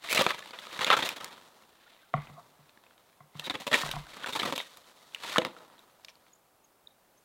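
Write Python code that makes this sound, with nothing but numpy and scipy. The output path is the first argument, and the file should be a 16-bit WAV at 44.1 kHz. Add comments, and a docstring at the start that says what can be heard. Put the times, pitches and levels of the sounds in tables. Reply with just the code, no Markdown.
"""A faint forest hush and, at once, the rasp of a dry stick raked up and down a conifer trunk.
The stick crushes bark, catches on ridges, snaps dead twigs and is jabbed into the trunk.
Now and then a side knock rings it in the hand, and the trunk shudders under a heavy push.
The trees answer faintly; a small bird gives a few thin chips near the end. Mono, a few metres away."""
import sys
import numpy as np
from scipy import signal
from scipy.fft import rfft, irfft, next_fast_len
from scipy.io import wavfile
from scipy.ndimage import map_coordinates

SR = 44100
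rng = np.random.default_rng(int(sys.argv[2]) if len(sys.argv) > 2 else 0)


def log_audio(samples):
    """Write samples as a 16-bit WAV file to the path given in sys.argv[1]."""
    # one column per channel
    frames = np.atleast_2d(samples).T
    # limit to full scale, then quantise
    limited = np.clip(frames, -1, 1)
    pcm = np.round(limited * 32767).astype(np.int16)
    wavfile.write(sys.argv[1], SR, pcm)


N = 319284


def amp(db):
    return 10 ** (np.asarray(db) / 20)


def unit_rms(x):
    return x / np.sqrt(np.mean(x ** 2) + 1e-20)


def curve(points, hz):
    """Interpolate (Hz, value) points on a log frequency axis."""
    point_hz, values = np.transpose(points)
    return np.interp(np.log(hz + 1), np.log(point_hz + 1), values)


def add(track, start_s, x):
    part = track[max(round(start_s * SR), 0):][:len(x)]
    part += x[:len(part)]


def wobble(rate_hz, size):
    """Smooth random curve, rate_hz knots a second."""
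    knots = rng.standard_normal(int(size * rate_hz / SR) + 4)
    return map_coordinates(knots, [np.arange(size) * rate_hz / SR])


def filtered(x, gain):
    """Minimum-phase filter with magnitude gain(hz)."""
    n_fft = 2 * next_fast_len(len(x) // 2 + 2048)
    cepstrum = irfft(np.log(np.maximum(gain(np.fft.rfftfreq(n_fft, 1 / SR)), 1e-6)))
    cepstrum[1:n_fft // 2] *= 2
    cepstrum[n_fft // 2 + 1:] = 0
    return irfft(rfft(x, n_fft) * np.exp(rfft(cepstrum)), n_fft)[:len(x)]


def resonance(hz, centre_hz, width_hz):
    return 1 / (1 + (2 * (hz - centre_hz) / width_hz) ** 2)


# Hush spectrum: (frequency [Hz], density [dB])
AIR_SPECTRUM = [(25, -20), (100, -14), (160, -11), (360, -10.5), (670, -8), (920, -9.5), (1240, -12.5),
                (1850, -19), (6000, -25), (11000, -24), (15500, -24)]


def air():
    """Faint, even forest hush."""
    hush = filtered(rng.standard_normal(N), lambda hz: amp(curve(AIR_SPECTRUM, hz)))
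    return amp(-66 + 0.4 * wobble(3.6, N)) * unit_rms(hush)


# Breaking bark: (frequency [Hz], density [dB])
BARK_SPECTRUM = [(29, -64), (50, -29), (196, -8.5), (444, -7.5), (551, -5.5), (771, -6.5), (981, -4),
                 (1080, -5.5), (1620, -8.5), (1880, -6.5), (2890, -7), (3670, -6), (5020, -17),
                 (7370, -19.5), (15500, -30)]
# Scraped-stick resonances: (centre [Hz], width [Hz], level [dB])
WOOD_RESONANCES = [(534, 110, -7.5), (977, 60, -7.5), (1286, 54, -6), (1800, 160, -15), (3700, 1600, -14)]


def wood_gain(hz):
    """Colour of breaking bark, heard through the stick."""
    peaks = sum(amp(db) * resonance(hz, centre, width) for centre, width, db in WOOD_RESONANCES)
    return amp(curve(BARK_SPECTRUM, hz)) * (1 + peaks)


def fractures(size):
    """Tiny random breaks in the bark, many small and a few large, over dry hiss."""
    breaking = rng.random(size) < 1300 / SR
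    strength_db = 3 * np.minimum(rng.exponential(size=size), 3.5)
    breaks = breaking * rng.choice([-1, 1], size) * amp(strength_db)
    return unit_rms(breaks) + 0.65 * rng.standard_normal(size)


# Slides over bark and needles:
# (start [s], hold [s], level [dB], rise [s per 20 dB], fall [s per 20 dB], body [dB], fizz [dB])
STROKES = [(0.026, 0.063, -49.5, 0.02, .1, -7, -4.5), (0.134, 0.092, -34, .08, 0.16, -8.5, -7),
           (0.354, .34, -56, .1, .2, -2, -3.5), (0.802, 0.24, -38, 0.11, 0.14, -2, -6),
           (1.173, .1, -54, 0.062, .22, 3, -3.5), (1.4, .2, -71, .2, 0.34, 7.5, 2.5),
           (1.848, .1, -65, 0.29, .35, -9, -7.5), (2.152, 0.094, -62, 0.017, .15, -3, -7.5),
           (2.249, 0.15, -75, 0.077, 0.5, 11, 4), (2.6, 0.5, -76, 0.33, 0.41, 1.5, -2),
           (3.393, 0.24, -54.5, .06, 0.098, -7, -3.5), (3.756, 0.039, -36.5, 0.065, .19, -4.5, -2.5),
           (4.09, .08, -55.5, 0.11, .1, 0.5, -3), (4.194, 0.1, -51, .05, .05, 2.5, -22.5),
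           (4.374, 0.037, -43, 0.21, 0.3, -6, -0.5), (4.756, 0.53, -69.5, 0.17, 0.082, 4, 3.5),
           (5.26, 0.093, -43.5, 0.11, 0.1, -4.5, -4.5), (5.377, 0.091, -50, .05, .06, 4, -15.5),
           (5.476, 0.14, -67.5, 0.054, 0.5, 9, -1.5), (5.797, 0.49, -77.5, 0.13, 0.16, 5.5, 2)]


def stroke_gains(t, stall_s=0.014, stall_db=-7):
    """Body, crackle and fizz gains: strokes swell, hold, fade, and stall just before a catch."""
    power = np.zeros((3, len(t)))
    for start_s, hold_s, db, rise_s, fall_s, body_db, fizz_db in STROKES:
        fade = np.maximum(start_s - t, 0) / rise_s + np.maximum(t - start_s - hold_s, 0) / fall_s
        envelope = amp(db - 20 * np.minimum(fade, 10))
        power += np.outer(amp([body_db, 0, fizz_db]), envelope) ** 2
    catch_s = np.sort([start_s for start_s, *_ in CATCHES] + [np.inf])
    wait_s = catch_s[np.searchsorted(catch_s, t)] - t
    return np.sqrt(power) * amp(stall_db * np.exp(-(wait_s / stall_s) ** 2))


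def rub(clump_db=2, grit_db=0.4):
    """The sliding stick crushes bark in uneven clumps; three bands follow the strokes."""
    crumbs = amp(clump_db * wobble(70, N) + grit_db * wobble(240, N)) * fractures(N)
    edges_hz = [40, 1400, 4600, 20000]
    out = np.zeros(N)
    for gain, low_hz, high_hz in zip(stroke_gains(np.arange(N) / SR), edges_hz, edges_hz[1:]):
        def band_gain(hz):
            return wood_gain(hz) / np.sqrt((1 + (low_hz / (hz + 1)) ** 10) * (1 + (hz / high_hz) ** 10))
        out += gain * unit_rms(filtered(crumbs, band_gain))
    return out


def flakes(count=420, level_db=4.5):
    """Loose flakes and twiglets tick at their own pitches, scaled by the rubbing that shakes them."""
    out, t = np.zeros(N), np.arange(SR // 30) / SR
    times_s = rng.random(count) * N / SR
    for start_s, shake in zip(times_s, stroke_gains(times_s)[1]):
        pitch, size, life = rng.standard_normal(3)
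        hz = 1600 * np.exp(0.42 * np.clip(pitch, -2, 2))
        t60_s = 0.047 * np.exp(0.39 * life)
        tick = np.sin(2 * np.pi * hz * t) * amp(level_db + 3 * size - 60 * t / t60_s)
        add(out, start_s, shake * tick)
    return out


def contact(force, ring_hz, ring_db, firm_db, fizz_db):
    """Colour one contact: firmer pressure brings out the low wood and damps the ringing piece."""
    thud_db, hollow_db = 0.81 * firm_db, 0.22 * firm_db
    shape_db = [(280, thud_db), (520, hollow_db), (1100, hollow_db), (1800, 0.0063),
                (3900, 0.37 * fizz_db), (5600, fizz_db), (14000, 1.5 * fizz_db)]
    # each spot on the stick favours other small resonances
    spot_db = 2.8 * rng.standard_normal(60)

    def gain(hz):
        ripple_db = np.interp(hz, np.geomspace(350, 8000, len(spot_db)), spot_db, left=0, right=0)
        piece = amp(ring_db - 0.16 * firm_db) * resonance(hz, ring_hz, 0.23 * ring_hz)
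        return wood_gain(hz) * amp(curve(shape_db, hz) + ripple_db) * (1 + piece)
    return unit_rms(filtered(force, gain))


def slips(size, rate_hz=170):
    """Hard slips at uneven intervals."""
    slip_count = np.floor(np.cumsum(rate_hz * np.exp(0.5 * wobble(200, size))) / SR)
    return unit_rms(np.diff(slip_count, prepend=0) * np.exp(0.5 * rng.standard_normal(size)))


# Catches on ridges: (time [s], length [s], level [dB], ring [Hz], firmness [dB], fizz [dB])
CATCHES = [(.037, .012, -43, 1406, -16.5, 2), (0.094, .013, -31.5, 2230, -17, 7),
           (0.11, .026, -29.5, 2380, -9, 8), (.147, .016, -26.5, 616, -8, 6),
           (0.169, 0.017, -23.5, 2270, -5.5, 1), (0.188, .025, -23, 546, 8, -2.5),
           (0.288, .027, -32, 1120, -20, -1), (0.531, 0.03, -44.5, 710, -9.5, -10.5),
           (.808, 0.021, -30, 1040, -5, -7.5), (0.865, 0.035, -33, 2480, -2.5, -9),
           (0.902, 0.021, -21.5, 1020, -16, -11.5), (0.922, 0.021, -19.5, 1270, -13, -11.5),
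           (0.967, 0.0092, -26, 1340, 0, -3.5), (0.988, 0.0075, -28, 2300, 6, -1.5),
           (1.023, 0.015, -28, 3980, 3, -3.5), (1.046, .03, -36, 659, -10.5, 6),
           (1.161, 0.011, -44, 2030, -13, 6), (1.201, .011, -41.5, 1250, -13.5, -1.5),
           (3.44, 0.028, -39, 3730, -5.5, 6), (3.469, 0.0089, -35.5, 2200, 13.5, -3),
           (3.5, 0.012, -32, 3920, 10.5, -2), (3.54, 0.018, -36, 504, 9.5, -5.5),
           (3.599, 0.03, -43.5, 730, 10.5, 5), (3.666, .014, -30, 544, 4, 3),
           (3.713, .014, -29.5, 640, 9, -2), (3.728, 0.013, -21, 1900, -1.5, -2),
           (3.743, .014, -24.5, 1990, -2.5, -3.5), (4.26, .014, -34, 1390, -4, -1),
           (4.284, 0.013, -36.5, 1009, 10, 1.5), (4.325, .015, -35, 3624, 9.5, 6),
           (4.351, .024, -32, 990, 10, -4), (4.392, 0.016, -29.5, 4000, 2, -3),
           (4.428, .01, -28, 1230, 8.5, -1.5), (4.451, .012, -29.5, 1930, 13.5, -0.5),
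           (4.472, 0.03, -35, 535, 14, -4.5), (4.526, 0.0072, -30.5, 567, 18.5, -2),
           (4.553, .014, -35.5, 3984, -8, 6.5), (4.579, 0.036, -38.5, 3700, -8, 2),
           (5.454, 0.016, -39.5, 650, 23.5, 1), (6.087, .02, -55.5, 5500, -18, 2.5)]


def catches(ring_db=5, slip_db=-4.5):
    """The stick grips, then tears loose in a dense, fading run of slips."""
    out, t = np.zeros(N), np.arange(SR // 10) / SR
    for start_s, length_s, db, ring_hz, firm_db, fizz_db in CATCHES:
        decay_db = -3 * t / length_s - 60 * np.maximum(t - length_s, 0) / 0.039
        envelope = (1 - np.exp(-t / 0.0012)) * amp(decay_db)
        crunch = fractures(len(t)) * amp(1.5 * wobble(260, len(t)))
        judder = crunch + amp(slip_db) * slips(len(t))
        tear = contact(envelope * judder, ring_hz, ring_db, firm_db, fizz_db)
        add(out, start_s, amp(db) * tear * np.sqrt(length_s * SR / len(t)))
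    return out


def splinters(count=100, middling_db=-50):
    """Small chance breaks, louder where the stick slides harder; rows as in SNAPS."""
    times_s = (np.arange(count) + rng.random(count)) / count * N / SR
    size, pitch, firmness = np.clip(rng.standard_normal((count, 3)), -2, 2).T
    pressure_db = 20 * np.log10(stroke_gains(times_s)[1]) - middling_db
    db = -44.5 + 0.85 * pressure_db + 5 * size
    return list(zip(times_s, db, 1940 * np.exp(0.45 * pitch), 6 * firmness, np.zeros(count)))


# Breaking twigs and bark: (time [s], relative level [dB], ring [Hz], firmness [dB], fizz [dB])
SNAPS = [(.128, -24.5, 2553, 1, 9), (.1485, -25, 3006, 2, 7.5), (.1787, -26.5, 2480, 0, 2),
         (.1938, -25.5, 599, 4, 1.5), (.22, -26.5, 1936, 0, 10.5), (.3062, -25.5, 1660, -21, -3),
         (.2653, -17.5, 691, 9, -9), (.3918, -41, 1225, -17, 4.5), (.4255, -41, 1800, -15, 0),
         (.5882, -38, 3480, -2, 2), (.6692, -40, 1276, -4, -3), (.7461, -41.5, 4000, -29, 0.5),
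         (.8457, -22.5, 3787, -2, 4), (.8682, -29, 2490, 0, -4), (.9027, -13.5, 1184, -11, -11.5),
         (.9296, -17, 1440, -16.5, -11), (1.0906, -28, 2446, -20, 12.5), (1.2447, -35, 1272, -20, 11),
         (1.3782, -53, 1400, 4, -3), (1.8775, -57, 1900, 9, -8), (1.9647, -59, 1900, 3, -8),
         (2.2712, -48, 2460, 9, -12), (2.6942, -55.5, 4070, -3, -6), (2.7745, -53.5, 1690, 11, -10.5),
         (2.838, -55.5, 1790, 17, -6), (2.865, -56.5, 2400, 12, -8), (2.909, -57, 1715, 4, -10),
         (3.3964, -32.5, 3400, -9.5, 5), (3.4978, -26.5, 4040, -1, -5), (3.554, -32, 2120, 12, -4.5),
         (3.7154, -33, 1802, 8, -5), (3.7432, -17, 2110, -6, -2.5), (3.9141, -29.5, 3207, -22, 11),
         (4.244, -30, 1470, -12, -5.5), (4.419, -31.5, 2250, 19, -5), (4.5246, -26, 533, 8, -1),
         (4.5789, -29, 3290, -5, 7), (4.602, -33.5, 2050, 5, -9.5), (4.7718, -48, 1170, -15, 16.5),
         (5.1474, -31.5, 2883, -32, 8), (5.36, -22, 1166, -41, -12), (5.3703, -24, 1378, -16, -12),
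         (5.3827, -16.5, 3200, 11.5, 0.5), (5.4189, -30, 2153, 13, -17.5), (5.4497, -27, 1800, 11, 0.5),
         (5.5656, -45.5, 1330, -29, -30), (5.792, -52.5, 3630, 12, 7.5), (6.0475, -43, 5343, -30.5, 6),
         (6.0843, -45.5, 2685, -18.5, 6)]


def snaps(ring_db=9.5, trim_db=-10.5):
    """Each piece breaks with one sharp impulse and a short spray of splinters."""
    out, t = np.zeros(N), np.arange(SR // 20) / SR
    envelope = 0.24 * amp(-60 * t / 0.011) + 0.025 * amp(-60 * t / 0.03)
    for start_s, db, ring_hz, firm_db, fizz_db in list(SNAPS) + splinters():
        force = rng.standard_normal(len(t)) * envelope
        force[0] += 1
        add(out, start_s, amp(db + trim_db) * contact(force, ring_hz, ring_db, firm_db, fizz_db))
    return out


def ring(modes, t, tilt_db_per_oct=0):
    """Damped modes, tilted by the hardness of the blow; hand and bark keep disturbing them."""
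    out = np.zeros(len(t))
    for hz, db, t60_s in modes:
        cycles = np.cumsum(hz * (1 + 0.035 * wobble(200, len(t)))) / SR + rng.random()
        level_db = db + tilt_db_per_oct * np.log2(hz / 400) + 1.76 * wobble(150, len(t))
        out += amp(level_db - 60 * t / t60_s) * np.sin(2 * np.pi * cycles)
    return out * (1 - np.exp(-t / 0.00056))


def bass_cut(x, cutoff_hz=105):
    """Deep bass below about 105 Hz is cut from the blows."""
    return filtered(x, lambda hz: 1 / np.sqrt(1 + (cutoff_hz / (hz + 1)) ** 8))


# Stick and trunk pressed together: (frequency [Hz], level [dB], t60 [s])
JAMMED_MODES = [(215.6, -34, 0.048), (332.5, -30, 0.055), (506, -19, 0.016), (519, -25.5, .09),
                (584, -36.5, 0.071), (629, -29.5, 0.091), (1330, -37, 0.022)]
# Tip blows: (time [s], level [dB])
JABS = [(.266, -13), (5.383, 6), (5.451, -14.5)]


def jabs():
    """The tip is rammed home; the stick rings jammed against the trunk."""
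    out, t = np.zeros(N), np.arange(SR // 2) / SR
    for start_s, db in JABS:
        add(out, start_s, amp(db) * ring(JAMMED_MODES, t))
    return bass_cut(out)


# Bending modes of the free stick: (frequency [Hz], level [dB], t60 [s])
STICK_MODES = [(112, -31, .08), (146, -24, .17), (230, -34.5, .11), (680, -33, .04), (730, -25.5, .065),
               (1030, -25, .04), (1135, -22, .035), (1320, -20, .015), (2080, -46, .06)]
# Wood striking bark: (frequency [Hz], density [dB])
CLACK_SPECTRUM = [(100, -5.5), (500, -17.5), (1150, 0), (1600, -25), (2050, -3), (2600, -22.5), (3600, -19),
                  (5000, -54), (12000, -53)]
# Side blows: (time [s], level [dB], tilt [dB/octave])
KNOCKS = [(2.1392, 1.5, 0.5), (2.298, -25.5, -4), (2.59, -33, -2), (3.205, -26.5, 1), (3.352, -22, -3.5),
          (3.834, -9.5, 1.5), (3.937, -10.5, 2.5), (3.953, -17, -1.5), (3.965, -11.5, 0.5)]


def knocks(clack_db=-50.5):
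    """Side blows ring the whole stick, with a dull clack."""
    out, t = np.zeros(N), np.arange(SR // 2) / SR
    envelope = amp(-60 * t / 0.0083) + 0.11 * amp(-60 * t / 0.54)
    for start_s, db, tilt_db_per_oct in KNOCKS:
        touch = rng.standard_normal(len(t)) * envelope
        clack = unit_rms(filtered(touch, lambda hz: amp(curve(CLACK_SPECTRUM, hz))))
        add(out, start_s, amp(db) * (ring(STICK_MODES, t, tilt_db_per_oct) + amp(clack_db) * clack))
    return bass_cut(out)


# Trunk shudders: (time [s], level [dB])
SHUDDERS = [(2.14, -51), (3.836, -49), (3.948, -49)]


def trunk(t60_s=0.49):
    """A heavy push shakes the trunk: a faint, deep thump."""
    out, t = np.zeros(N), np.arange(SR // 2) / SR
    envelope = (1 - np.exp(-t / 0.004)) * amp(-60 * t / t60_s)
    for start_s, db in SHUDDERS:
        rumble = filtered(rng.standard_normal(len(t)), lambda hz: resonance(hz, 43, 71) ** 2)
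        add(out, start_s, amp(db) * envelope * unit_rms(rumble))
    return out


# Bird chips: (peak time [s], pitch [Hz], peak level [dB], Gaussian sigma [s], glide [octaves/s])
CHIPS = [(6.336, 6670, -53, 0.0031, -7), (6.357, 6880, -63, 0.0048, -13), (6.648, 6500, -58.5, 0.004, -5),
         (6.8735, 3740, -38.5, 0.00093, 25), (7.183, 6320, -65, 0.0067, 5)]


def bird():
    """Each chip is one short gliding whistle."""
    out, t = np.zeros(N), np.arange(SR // 10) / SR - 1 / 20
    for peak_s, hz, db, sigma_s, glide_oct_per_s in CHIPS:
        octaves = glide_oct_per_s * t + 0.028 * wobble(490, len(t))
        phase = 2 * np.pi * np.cumsum(hz * 2 ** octaves) / SR
        add(out, peak_s + t[0], amp(db) * np.exp(-(t / sigma_s) ** 2 / 2) * np.sin(phase))
    return out


# Forest tail decay: (frequency [Hz], t60 [s])
FOREST_DECAY = [(100, .7), (900, .6), (3500, 0.47), (12000, .4)]


def forest(x, near_db, edge_db):
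    """Near trunks scatter at once; the far edge of the wood returns a soft echo and a long tail."""
    hz, t, noise = signal.stft(rng.standard_normal(SR), SR, nperseg=256)
    hz = hz[:, None]
    near_eq_db = curve([(150, 0), (4000, -6.5), (7000, -2)], hz)
    edge_eq_db = curve([(150, -8.5), (500, -5), (1150, -1.5), (2000, -25.5), (6000, -33)], hz)
    tail_eq_db = curve([(100, -4), (400, 7.5), (1000, -13), (3800, 3), (6000, -9.5), (14000, -12)], hz)
    near = amp(near_db + near_eq_db - 60 * abs(t - 0.03) / 0.057)
    edge = amp(edge_db + edge_eq_db) * np.exp(-((t - 0.235) / 0.026) ** 2)
    tail = amp(tail_eq_db - 60 * t / curve(FOREST_DECAY, hz))
    response = signal.istft(noise * (near + edge + tail), SR, nperseg=256)[1]
    delayed = np.pad(x, (SR // 150, 0))
    return signal.fftconvolve(delayed, response / np.linalg.norm(response))[:N]


def scene():
    """The freely ringing stick radiates sideways into the trees, so its knocks come back strongest."""
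    knocking = knocks()
    others = jabs() + rub() + flakes() + catches() + snaps() + trunk() + bird()
    echoes = amp(-19) * forest(others, near_db=14, edge_db=-8.5)
    echoes += amp(-12) * forest(knocking, near_db=17, edge_db=1.5)
    mono = others + knocking + echoes + air()
    return np.array([mono, mono])


def record(dry, hiss_db=-86, top_hz=15900):
    """Independent hiss per channel, then a hard band limit."""
    hiss = amp(hiss_db) * rng.standard_normal(dry.shape)
    n_fft = next_fast_len(N + SR // 10)
    passband = np.fft.rfftfreq(n_fft, 1 / SR) < top_hz
    return irfft(rfft(dry + hiss, n_fft) * passband, n_fft)[:, :N]


dry = scene()
out = record(dry)
log_audio(out)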